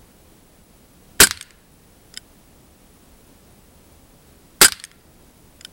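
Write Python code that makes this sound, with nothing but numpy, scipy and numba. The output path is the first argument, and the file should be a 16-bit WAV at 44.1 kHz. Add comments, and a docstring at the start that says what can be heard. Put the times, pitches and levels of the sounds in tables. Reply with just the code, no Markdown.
"""Air pistol at the edge of a wood

A CO2 pistol, rested on a towel close to a camcorder, fires twice over a faint outdoor rumble. Each shot
is a sear tick, a gas blast that overloads the microphone and the clang of the action. The pellet smacks
a target, light ticks follow and the trigger clicks back. The trees scatter the blast and the smack."""
import sys
import numpy as np
from scipy import signal
from scipy.fft import rfft, irfft
from scipy.io import wavfile
from numba import njit

SR = 44100
rng = np.random.default_rng(int(sys.argv[2]) if len(sys.argv) > 2 else 0)


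def to_wav(sig):
    """Store sig (one row per channel, or 1-D mono) as 16-bit WAV at the path in sys.argv[1].

    Samples outside -1..1 are clipped; the rate is SR.
    """
    pcm = np.clip(np.atleast_2d(sig), -1, 1) * 32767
    pcm = np.round(pcm).astype(np.int16)
    wavfile.write(sys.argv[1], SR, pcm.T)  # frames by channels


N = 252322
T = np.arange(N) / SR


def undb(db):
    """Decibels to gain."""
    return 10 ** (np.asarray(db) / 20)


def unit(x):
    """Scale to rms 1."""
    return x / np.sqrt(np.mean(x ** 2))


def noise(colour, tilt_db=0, size=N):
    """Noise of rms 1 shaped by an EQ curve of (freq_hz, level_db), tilted by tilt_db per octave."""
    octave = np.log2(np.fft.rfftfreq(size, 1 / SR) + 1)
    hz, db = np.transpose(colour)
    gain = undb(np.interp(octave, np.log2(hz), db) + tilt_db * octave)
    return unit(irfft(rfft(rng.standard_normal(size)) * gain, size))


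def band(centre_hz, width_hz, size=N):
    """Noise of rms 1 in one steep band."""
    hz = np.fft.rfftfreq(size, 1 / SR) + 1
    gain = 1 / (1 + ((hz - centre_hz ** 2 / hz) / width_hz) ** 2)
    return unit(irfft(rfft(rng.standard_normal(size)) * gain, size))


def fade(t60_s, hold_s=0):
    """One second of envelope: a hold, then an exponential decay."""
    return np.exp(-np.log(1000) * np.maximum(T[:SR] - hold_s, 0) / t60_s)


def onset(rise_s):
    """One second of envelope that rises from silence to soften an attack."""
    return 1 - np.exp(-T[:SR] / rise_s)


def burst(colour, db, t60_s, tilt_db=0):
    """Coloured noise that starts at once and dies away."""
    return undb(db) * fade(t60_s) * noise(colour, tilt_db, size=SR)


def ping(hz, t60_s, phase=0):
    """One struck mode: a decaying sine."""
    return fade(t60_s) * np.sin(2 * np.pi * hz * T[:SR] + phase)


def ring(modes, db, sustain=1, scatter_db=1):
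    """Modes of (pitch_hz, level_db, t60_s), struck a little differently each time."""
    hz, mode_db, t60_s = np.transpose(modes)
    gains = undb(mode_db + scatter_db * rng.standard_normal(len(hz)))
    phases = rng.uniform(0, 2 * np.pi, len(hz))
    tone = sum(gain * ping(f, t60 * sustain, phase) for f, gain, t60, phase in zip(hz, gains, t60_s, phases))
    return undb(db) * tone / np.sqrt(np.sum(gains ** 2) / 2)


def add(out, start_s, x):
    """Mix x in from start_s."""
    i = int(start_s * SR)
    out[i:i + len(x)] += x[:N - i]


def thin(x, hz):
    """Low cut: small, light objects radiate almost no bass."""
    return signal.sosfilt(signal.butter(3, hz, "high", fs=SR, output="sos"), x)


# EQ of the outdoor bed: freq_hz, level_db
OUTDOOR_EQ = [(12, -29), (20, 2.5), (49, -2.5), (80, 0.5), (106, -8), (133, -4), (245, -5), (315, -8),
              (614, -13.5), (1450, -22), (2760, -24.5), (8640, -27.5), (9660, -25.5), (13900, -29),
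              (15500, -25.5)]


def outdoors(level_db=-50, sway_db=.5):
    """A bed of rumble and hiss whose level sways slightly."""
    return undb(level_db + sway_db * band(1.8, 4)) * noise(OUTDOOR_EQ)


# Thin bands of camcorder whine: centre_hz, width_hz, level_db
WHINE_BANDS = [(7850, 50, -75), (8200, 120, -78), (9700, 90, -70), (9950, 300, -76)]


def camcorder(field_hz=59.94, buzz_depth=.7, scan_hz=15735, scan_db=-68, throb_hz=11, throb_depth=.55):
    """The electronics whine, pulsing at the field rate, under a throbbing line-scan tone."""
    whine = sum(undb(db) * band(hz, width_hz) for hz, width_hz, db in WHINE_BANDS)
    buzz = 1 + buzz_depth * np.sin(2 * np.pi * field_hz * T)
    scan = undb(scan_db) * np.sqrt(2) * np.sin(2 * np.pi * scan_hz * T)
    throb = 1 + throb_depth * np.sin(2 * np.pi * throb_hz * T)
    return whine * buzz + scan * throb


# Cues for every layer of a shot: start_s, force_db, valve_open_s, ring_length_ratio
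SHOTS = [(1.2020, 0, .018, 1), (4.614, -4, 0.011, 1.8)]
# EQ of a small metal tick: freq_hz, level_db
TICK_EQ = [(200, -31.5), (900, -24), (1400, -6.5), (2000, 2), (2500, -7.5), (3100, 0.5), (4100, -8.5),
           (5100, -2), (6100, -9.5), (7800, -3.5), (10500, -7), (16000, -25.5)]


def sear(lead_s=.0072, level_db=-31):
    """Just ahead of each blast, the sear slips and lets the hammer fly."""
    out = np.zeros(N)
    for start_s, *_ in SHOTS:
        add(out, start_s - lead_s, burst(TICK_EQ, level_db, t60_s=.11, tilt_db=-2.5))
    return out


# EQ of the broad gas blast: freq_hz, level_db
GAS_EQ = [(40, -7.5), (120, -6), (240, 2.5), (380, 4.5), (600, -9), (950, -6.5), (1400, 0.5), (2400, -4.5),
          (3300, -1), (4700, 0.5), (6000, -6), (9000, -1), (12000, -6.5), (16000, -17)]


def gas_jet(level_db=6.5, t60_s=.1):
    """Gas rushes out at full strength while the valve is open, then the barrel empties."""
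    out = np.zeros(N)
    for start_s, _, open_s, _ in SHOTS:
        add(out, start_s, undb(level_db) * fade(t60_s, hold_s=open_s) * noise(GAS_EQ, size=SR))
    return out


# Hollow low ring that the blast sets off: pitch_hz, level_db, t60_s
HOLLOW_MODES = [(85, -4, 0.16), (218, 2.5, .085), (402, -4, .09)]
# EQ of the bassy puff of air: freq_hz, level_db
PUFF_EQ = [(15, -6.5), (50, -1.5), (92, 7.5), (130, -5), (200, -6.5), (400, -23), (1000, -44.5),
           (4000, -80)]


def muzzle(pop_hz=1600, pop_db=18, hollow_db=-6, puff_db=-13):
    """The pellet uncorks the barrel: a pop, a hollow ring and a slow puff of air on the microphone."""
    out = np.zeros(N)
    for start_s, force_db, *_ in SHOTS:
        pop = -undb(pop_db) * ping(pop_hz, t60_s=.007)
        hollow = ring(HOLLOW_MODES, hollow_db)
        puff = burst(PUFF_EQ, puff_db + force_db, t60_s=.3)
        add(out, start_s, pop + hollow + puff)
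    return out


# Reverb of the wood, band by band: centre_hz, level_db, t60_s
TREE_BANDS = [(248, -47, 0.2), (800, -42, 0.34), (1650, -39.5, 0.7), (2700, -38.5, 0.55), (4300, -35, 0.38),
              (9000, -37.5, 0.44)]


def trees(x, build_s=.023, width_ratio=.8):
    """Trunks and leaves scatter x into a diffuse tail that swells briefly and lingers in the mids."""
    response = 0
    for hz, db, t60_s in TREE_BANDS:
        tail = band(hz, width_ratio * hz, size=SR) * fade(t60_s) * onset(build_s)
        response = response + undb(db) * tail / np.sqrt(np.sum(tail ** 2))
    return signal.fftconvolve(x, response)[:N]


# Hammer, slam and rebound: delay_s, crack_db, crack_t60_s, ring_db, sustain_ratio
BLOWS = [(.0015, -2, .024, 3.5, 1.1), (0.0313, 11, .033, 14, .95), (.0688, -3.5, .018, -8, .32)]
# EQ of each blow's crack: freq_hz, level_db
CRACK_EQ = [(100, -15), (600, -15), (1000, -1.5), (1600, 6), (2500, -5.5), (5000, 2.5), (6200, -9),
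            (8300, 0.5), (11000, -5.5), (16000, -17)]
# Clang of barrel and frame: pitch_hz, level_db, t60_s
FRAME_MODES = [(1240, -14, .05), (1440, -8, .055), (1562, -2, .07), (1657, -11, .055), (2312, -13, .065),
               (3070, -10, .065), (3430, -12, .04), (4390, -15, .04), (4902, -5, .065), (4975, -9, .06),
               (5378, -17, .06), (6265, -14, .045), (6975, -9, .06), (7442, -8, .04), (7685, -3, .045),
               (8080, 3, .045), (8850, -14, .055), (9700, -13, .06), (9920, -3, .068), (11290, -15, .04)]


def action(free_s=.022, seated_t60_s=.038):
    """The hammer strikes the valve, then the action slams and rebounds; each blow rings the frame."""
    out = np.zeros(N)
    damping = fade(seated_t60_s, hold_s=free_s)  # the parts settle and choke the ring
    for start_s, force_db, _, length in SHOTS:
        for delay_s, crack_db, crack_t60_s, ring_db, sustain in BLOWS:
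            clang = ring(FRAME_MODES, ring_db, sustain * length) * damping
            crack = burst(CRACK_EQ, crack_db, crack_t60_s * length)
            add(out, start_s + delay_s, undb(force_db) * (crack + clang))
    return out


# EQ of the pellet's impact: freq_hz, level_db
TARGET_EQ = [(200, -36), (700, -15.5), (1600, 4), (3000, -0.5), (5000, 3), (6500, -11), (9000, -9),
             (16000, -26)]


def target(flight_s=.108, smack_db=3.5, rustle_db=-16):
    """The pellet lands after its flight: a hard smack with a short rustling tail."""
    out = np.zeros(N)
    for start_s, force_db, *_ in SHOTS:
        smack = burst(TARGET_EQ, smack_db, t60_s=.0064)
        rustle = burst(TARGET_EQ, rustle_db, t60_s=.076)
        add(out, start_s + flight_s, undb(force_db) * (smack + rustle))
    return out


# Light ticks after a shot, in playing order: level_db, t60_s, tilt_db_per_octave, ping_hz, ping_db
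CONTACTS = [(-22, .014, -2.5, 4300, -22), (-15, .013, -1.5, 8600, -17.5), (-26.5, 0.019, 5, 6500, -25),
            (-29, 0.01, -3, 5200, -45), (-41.5, 0.012, -6.5, 4860, -51)]
# Their cues, a row per shot, four ticks and then five: start_s of each
CONTACT_CUES = [(1.373, 1.4106, 1.426, 1.5065), (4.7986, 4.8391, 4.849, 4.9144, 5.0085)]


def contacts(rise_s=.0005, ping_t60_s=.019):
    """Light metal contacts: each small part ticks and pings at its own pitch."""
    out = np.zeros(N)
    for cues in CONTACT_CUES:
        for start_s, (db, t60_s, tilt_db, ping_hz, ping_db) in zip(cues, CONTACTS):
            tick = burst(TICK_EQ, db, t60_s, tilt_db)
            tone = undb(ping_db) * ping(ping_hz, ping_t60_s)
            add(out, start_s, onset(rise_s) * (tick + tone))
    return out


# Ticks of the light pawl: start_s, level_db
PAWL_TICKS = [(2.1398, -29), (5.6097, -28)]
# Ring of the pawl: pitch_hz, level_db, t60_s
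PAWL_MODES = [(1380, -9, .025), (1950, -3, .014), (3420, 0.5, 0.013), (5030, 1.5, .018), (7000, 3, 0.016)]
# Snaps of the linkage: start_s, level_db
LINKAGE_SNAPS = [(2.165, -32), (2.1733, -16.5), (5.6482, -19.5)]
# Ring of the linkage: pitch_hz, level_db, t60_s
LINKAGE_MODES = [(1480, -12, .035), (1850, -1, .012), (3070, 1, .017), (3640, -1, .014), (5120, 1.5, .016),
                 (7450, -5, .012), (8800, -8, .014), (10050, -8, .015)]


def trigger(rise_s=.00073, frame_db=-20, snap_db=3, snap_growth=1.24):
    """The trigger springs forward past a pawl, then its linkage snaps home; the frame rings faintly."""
    out = np.zeros(N)
    for cues, modes in ((PAWL_TICKS, PAWL_MODES), (LINKAGE_SNAPS, LINKAGE_MODES)):
        for start_s, db in cues:
            snap = burst(TICK_EQ, snap_db + snap_growth * db, t60_s=.013)  # harder hits are crisper
            clack = snap + ring(modes, db) + ring(FRAME_MODES, db + frame_db)
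            add(out, start_s, onset(rise_s) * clack)
    return out


def scene():
    """Mono mix: gas jet and pellet strike carry to the trees; the mechanism stays close and dry."""
    loud = gas_jet() + thin(target(), hz=1200)
    close = muzzle() + action() + thin(sear() + contacts() + trigger(), hz=900)
    return (loud + trees(loud) + close + outdoors() + camcorder())[None]


@njit
def follow(x, attack_s, release_s):
    """Envelope that rises and falls at different speeds."""
    out, level = np.empty(len(x)), 0.
    for i in range(len(x)):
        lag_s = attack_s if x[i] > level else release_s
        level += (x[i] - level) / (lag_s * SR)
        out[i] = level
    return out


def record(dry, ceiling=.7, duck_db=12, attack_s=.011, release_s=.2, top_hz=16100):
    """Overload ducks the gain for a moment; the blast still clips flat; the top end is cut."""
    overload = np.clip(np.abs(dry[0]) / ceiling - .5, 0, 1)
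    gain = undb(-duck_db * follow(overload, attack_s, release_s))
    clipped = np.clip(dry * gain, -ceiling, ceiling)
    high_cut = signal.ellip(8, .1, 50, top_hz, fs=SR, output="sos")
    return signal.sosfiltfilt(high_cut, clipped)


dry = scene()
out = record(dry)
to_wav(out)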